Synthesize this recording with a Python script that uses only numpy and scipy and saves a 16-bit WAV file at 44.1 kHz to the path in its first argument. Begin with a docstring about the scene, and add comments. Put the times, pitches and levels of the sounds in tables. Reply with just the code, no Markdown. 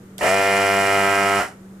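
"""A fan hums in a quiet room; then the trigger of a hand-held desoldering gun clicks over a workbench.
Its small diaphragm pump spins up, buzzes steadily for a second while air hisses through the nozzle, then
runs down. The buzz is a stack of overtones of the stroke rate, coloured by the housing; rattle, hiss and
clicks are shaped noise with a short room echo; the fan is a wavering sine over room noise."""
import sys
import numpy as np
from scipy import signal
from scipy.fft import rfft, irfft
from scipy.io import wavfile

SR = 44100
rng = np.random.default_rng(int(sys.argv[2]) if len(sys.argv) > 2 else 0)


def dump(signal):
    """Clip the signal to [-1, 1] and save it as 16-bit WAV at the path in sys.argv[1]."""
    limited = np.clip(np.atleast_2d(signal).T, -1, 1)
    pcm = np.round(limited * 32767).astype(np.int16)
    wavfile.write(sys.argv[1], SR, pcm)


N = 79380

# fan hum over time: start_s, level_db
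FAN_LEVEL = [(0, -43), (.07, -46), (.15, -41), (1.3, -43), (1.5, -53), (1.7, -41), (1.8, -44)]
# room noise spectrum, relative: freq_hz, density_db (per Hz)
ROOM_SPECTRUM = [(25, -12), (70, -13.5), (120, -1.5), (240, -8), (370, -6), (600, -16.5), (1050, -22.5),
                 (1280, -18), (2600, -31), (5000, -36), (7000, -32), (15500, -39)]
# stereo image: freq_hz, pump_likeness (-1 to 1), room_likeness (-1 to 1), left_minus_right_db (pump only)
STEREO_IMAGE = [(99, .99, 0.99, 8), (402, 0.46, 0.93, -13), (1380, 0.083, 0.15, -0.5), (3100, 0.36, 0, -1),
                (8100, 0.86, 0, -5), (15000, 0.63, .05, -2)]
# switch clicks: start_s, level_db (at the onset)
TRIGGER_CLICKS = [(.1814, -27), (.1892, -33)]
# click spectrum, relative: freq_hz, density_db (per Hz)
CLICK_SPECTRUM = [(2200, -16), (3600, 0), (4800, -14), (7500, -8), (15000, -14)]
# pump run: start_s, stroke_rate_hz, buzz_db (before the speed weighting in buzz), air_db
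PUMP_RUN = [(.19, 40.97, -40, -44), (0.2083, 52.23, -40.5, -36), (0.2104, 53.62, -27, -39.5),
            (.238, 72.86, -21.5, -33.5), (0.257, 81.47, -21, -32.5), (0.275, 89.11, -18, -30),
            (.294, 95.2, -19, -30), (0.329, 97.33, -19.5, -33), (.37, 98.1, -18, -34),
            (.6, 98.45, -18, -34), (1.0, 98.55, -18, -34), (1.3, 98.9, -18.5, -35),
            (1.396, 98.83, -19, -33), (1.43, 75.67, -27, -37.5), (1.455, 60.2, -32, -42),
            (1.466, 53, -36, -47), (1.483, 44, -42.5, -46.5), (1.532, 24.7, -51, -59)]
# housing response, one row per multiple of RUN_HZ: level_db, left_minus_right_db
HOUSING_ORDERS = [(-40, 0), (-37, -1), (-37, 0), (-29, -2), (-31, 1), (-31, -2), (-24, 5), (-32, 1),
                  (-36, -3), (-34, -4), (-36, -3), (-41, -1), (-32, -5), (-29, -1), (-43, 1), (-32, -4),
                  (-42, -5), (-35, 1), (-36, -8), (-34, -8), (-32, 0), (-35, -6), (-45, -8), (-35, 2),
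                  (-33, -7), (-52, -11), (-49, -5), (-40, -1), (-39, -7), (-44, -1), (-45, 3), (-49, -6),
                  (-49, -7), (-51, 2)]
# slow change of colour through the run: freq_hz, slope_db_per_s
COLOUR_SHIFT = [(394, 2), (493, -6), (690, -1), (1084, 3), (1183, -8), (1282, 15), (1380, -2), (1676, 7),
                (1775, -5), (1970, 1), (2168, -4), (2267, 12), (2366, -8), (2465, -2)]
# valve and housing rattle spectrum, relative: freq_hz, density_db (per Hz)
RATTLE_SPECTRUM = [(60, -35), (300, -15), (1050, -2.5), (2000, 2.5), (2600, -4.5), (2950, 0), (3500, -17)]
# housing modes: freq_hz, width_hz, ring_db (against the buzz, before loosening)
HOUSING_MODES = [(672, 45, -30), (912, 25, -31), (1297, 25, -30), (1855, 50, -35)]
# nozzle hiss spectrum, relative: freq_hz, density_db (per Hz)
AIR_SPECTRUM = [(2120, -8), (3700, -7), (4620, -3), (5420, 2), (6300, -3.5), (7770, 2), (8890, -4.5),
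                (10000, -1), (12800, -17.5), (15500, -36)]

FAN_HZ, FAN_WAVER_DB, ROOM_DB = 192.5, 1., -46
CLICK_T60_S = .02
RUN_HZ, RUN_DB, RUN_MID_S = 98.6, -18, .9   # steady speed, buzz reference level, middle of the run
TOP_ORDERS_DB, TOP_ORDERS_LEAN_DB = -55.5, -4   # faint overtones above the housing table
WOBBLE_HZ, WAVER_DB = .08, .8   # spread of the speed and of each overtone's level
SLOW_WAVER_DB = 1.3   # the upper overtones also come and go slowly
LEFT_LAG_S = 2e-5   # the pump reaches the left side later
KNEE_HZ, LATE_S = 690, .00127   # above the knee a stroke arrives later
IN_STEP = 25   # overtones past this count fall out of step
EVEN_LAG = .1   # turns by which the low even overtones trail
PASS_DB = 6   # an overtone swells as it sweeps through a housing mode
# a slower rotation puts side lines round each overtone: turns per stroke, level, lift on a mode
BEARING_ORDER, BEARING_DB, BEARING_LIFT_DB = .212, -26, 17
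RATTLE_DB, RATTLE_GATE = -11, .063   # level against the buzz, pulse depth 0-1
LOOSE_DB, RING_LOOSE_DB = 6.5, 13   # extra off speed: all the rattle, and the ringing on top of that
AIR_GATE, AIR_SWAY, AIR_FLICKER_DB = .14, .04, 2   # depth per stroke, per slower turn, flicker spread
ECHO_DB, ROOM_T60_S, WALL_CUT_HZ = -14, .3, 5000
CUTOFF_HZ = 15950


def from_db(db):
    """Decibels to gain."""
    return 10 ** (np.asarray(db) / 20)


def rms_one(x):
    """Scale to unit rms."""
    return x / np.sqrt(np.mean(x ** 2) + 1e-20)


def in_time(rows):
    """Table columns as curves over time."""
    s, *columns = np.transpose(rows)
    return [np.interp(np.arange(N) / SR, s, c) for c in columns]


def at_hz(points, hz, order=1):
    """Read a column of a spectrum table on a log-frequency axis."""
    points = np.array(points)
    return np.interp(np.log(np.maximum(hz, 1)), np.log(points[:, 0]), points[:, order])


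def drift(rate):
    """Random wandering of spread 1: noise low-passed near rate (Hz), made at every 40th sample."""
    r = np.exp(-80 * np.pi * rate / SR)
    noise = rng.standard_normal(N // 40 + 2002)
    slow = signal.lfilter([1], [1, -2 * r, r * r], noise)[2000:]   # drop the filter's settling
    return np.interp(np.arange(N) / 40, np.arange(len(slow)), rms_one(slow))


def sides(db):
    """Left and right gains for a left-minus-right difference."""
    return from_db(np.multiply.outer([.5, -.5], db))


def coloured(spectrum, order):
    """Stereo noise of rms 1; order picks the likeness column, 1 pump (also leaning and lagging) or 2 room."""
    hz = np.fft.rfftfreq(N, 1 / SR)
    mid, side = rfft(rng.standard_normal((2, N)))
    alike = np.clip(at_hz(STEREO_IMAGE, hz, order=order), -1, 1)
    pair = np.sqrt(1 + alike) * mid + np.sqrt(1 - alike) * side * np.array([[1], [-1]])
    if order == 1:
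        lag_s = np.array([[LEFT_LAG_S], [0]])
        pair = pair * sides(at_hz(STEREO_IMAGE, hz, order=3)) * np.exp(-2j * np.pi * hz * lag_s)
    return rms_one(irfft(pair * from_db(at_hz(spectrum, hz)), N))


def fan():
    """A low sine hum that wavers in pitch and level."""
    level_db, = in_time(FAN_LEVEL)
    turns = np.cumsum(FAN_HZ + drift(5)) / SR
    return np.sqrt(2) * from_db(level_db + FAN_WAVER_DB * drift(2.3)) * np.sin(2 * np.pi * turns)


def room_noise():
    """Steady broadband noise of the quiet room."""
    return from_db(ROOM_DB) * coloured(ROOM_SPECTRUM, order=2)


def trigger():
    """Short bright clicks of the switch: noise bursts with exponential decay."""
    t, shape = np.arange(N) / SR, 0
    for s, db in TRIGGER_CLICKS:
        shape = shape + (t >= s) * from_db(db - 60 * np.maximum(t - s, 0) / CLICK_T60_S)
    return shape * coloured(CLICK_SPECTRUM, order=1)


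def looseness(speed_hz):
    """How far the pump is below running speed, 0-1."""
    return np.clip(4 * (1 - speed_hz / RUN_HZ), 0, 1)


def housing():
    """The housing's level and left-right lean by frequency."""
    rows = list(HOUSING_ORDERS) + [(TOP_ORDERS_DB, TOP_ORDERS_LEAN_DB)]
    return [(k * RUN_HZ, db, lean_db) for k, (db, lean_db) in enumerate(rows, 1)]


def on_mode(hz, modes):
    """Closeness to the modes: each adds a resonance curve that peaks at 1."""
    return sum(1 / (1 + ((hz - mode) / width) ** 2) for mode, width, _ in modes)


def buzz(speed_hz, turns, count=58):
    """One stroke per turn, built from its overtones, each coloured by the housing at its present pitch."""
    table = housing()
    since_s = np.clip(np.arange(N) / SR - RUN_MID_S, -.55, .5)
    off_speed = looseness(speed_hz)
    out = np.zeros((2, N))
    for k, chance in enumerate(rng.random(count), 1):
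        hz = k * speed_hz
        db = at_hz(table, hz) + at_hz(COLOUR_SHIFT, hz) * since_s + WAVER_DB * drift(15.6)
        if k > IN_STEP / 2:
            db = db + SLOW_WAVER_DB * drift(5)

        # lag in turns of this overtone; off speed the lower ones also slip out of step
        lag = np.array([[LEFT_LAG_S], [0]]) * hz + LATE_S * np.maximum(hz - KNEE_HZ, 0)
        lag = lag + chance * np.maximum(k > IN_STEP, off_speed) + EVEN_LAG * (k in (2, 4))
        # three of the modes turn the phase over as the overtone passes
        flip = sum(np.arctan2(2, HOUSING_MODES[m][0] - hz) for m in (0, 2, 3))
        phase = 2 * np.pi * (k * turns - lag + 1 / 3) - flip

        sweeping = speed_hz < RUN_HZ - 1
        wave = from_db(PASS_DB * sweeping * on_mode(hz, HOUSING_MODES)) * np.cos(phase)
        if k <= IN_STEP:
            for order in (-BEARING_ORDER, BEARING_ORDER):
                lift = on_mode(hz + order * speed_hz, HOUSING_MODES[1:3])
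                line = np.cos(phase + 2 * np.pi * (order * turns + chance))
                wave += from_db(BEARING_DB + BEARING_LIFT_DB * lift) * line
        out += from_db(db) * sides(at_hz(table, hz, order=2)) * wave
    # at low speed the overtones lie closer together, so each is scaled down
    return out * np.sqrt(2 * speed_hz / RUN_HZ) / from_db(RUN_DB)


def rattle(speed_hz, turns):
    """Noise pulsing with the strokes, part of it ringing in the housing modes; looser off speed."""
    noise = coloured(RATTLE_SPECTRUM, order=1) * (1 + RATTLE_GATE * np.cos(2 * np.pi * turns))
    loose = looseness(speed_hz)
    out = from_db(RATTLE_DB) * noise
    for hz, width_hz, db in HOUSING_MODES:
        r = np.exp(-np.pi * width_hz / SR)
        resonator = [1, -2 * r * np.cos(2 * np.pi * hz / SR), r * r]
        ring = rms_one(signal.lfilter([1, 0, -1], resonator, noise))
        out = out + from_db(db + RING_LOOSE_DB * loose) * ring
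    return out * from_db(LOOSE_DB * loose)


def air(turns):
    """Nozzle hiss, puffing once per turn, swaying with the slower rotation and flickering fast."""
    sway = 1 + AIR_SWAY * np.cos(2 * np.pi * BEARING_ORDER * turns)
    puffs = 1 + AIR_GATE * np.cos(2 * np.pi * turns)
    return coloured(AIR_SPECTRUM, order=1) * sway * puffs * from_db(AIR_FLICKER_DB * drift(270))


def room_echo(x):
    """Six feedback delays a side, duller on every round."""
    out, dull = np.zeros((2, N)), np.exp(-2 * np.pi * WALL_CUT_HZ / SR)
    for k, lag in enumerate((rng.uniform(.015, .04, 12) * SR).astype(int)):
        loop, gain, state = x.copy(), from_db(-60 * lag / SR / ROOM_T60_S), [0.]
        for i in range(lag, N, lag):
            back, state = signal.lfilter([gain * (1 - dull)], [1, -dull], loop[i - lag:i], zi=state)
            loop[i:i + lag] += back[:N - i]
        out[k % 2] += (loop - x) * (-1) ** (k // 2)   # echoes only, in alternating polarity
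    return out


def scene():
    """Fan and room noise, then the gun with an echo of its clicks, rattle and hiss."""
    first, last = PUMP_RUN[0], PUMP_RUN[-1]
    fade_in, fade_out = (first[0] - .008, first[1], -70, -50), (last[0] + .074, 20, -75, -80)
    speed_hz, buzz_db, air_db = in_time([fade_in] + list(PUMP_RUN) + [fade_out])
    on = np.arange(N) / SR > TRIGGER_CLICKS[0][0]
    speed_hz = speed_hz + WOBBLE_HZ * drift(7.8)
    turns = np.cumsum(speed_hz) / SR

    background = fan() + room_noise()
    noisy = trigger() + from_db(buzz_db) * rattle(speed_hz, turns) + on * from_db(air_db) * air(turns)
    gun = from_db(buzz_db) * buzz(speed_hz, turns) + noisy
    return background + gun + from_db(ECHO_DB) * room_echo(noisy.mean(axis=0))


def record(dry):
    """A steep low-pass, 80 dB down from the cutoff upwards."""
    return signal.sosfilt(signal.cheby2(16, 80, CUTOFF_HZ, fs=SR, output="sos"), dry)


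dry = scene()
out = record(dry)
dump(out)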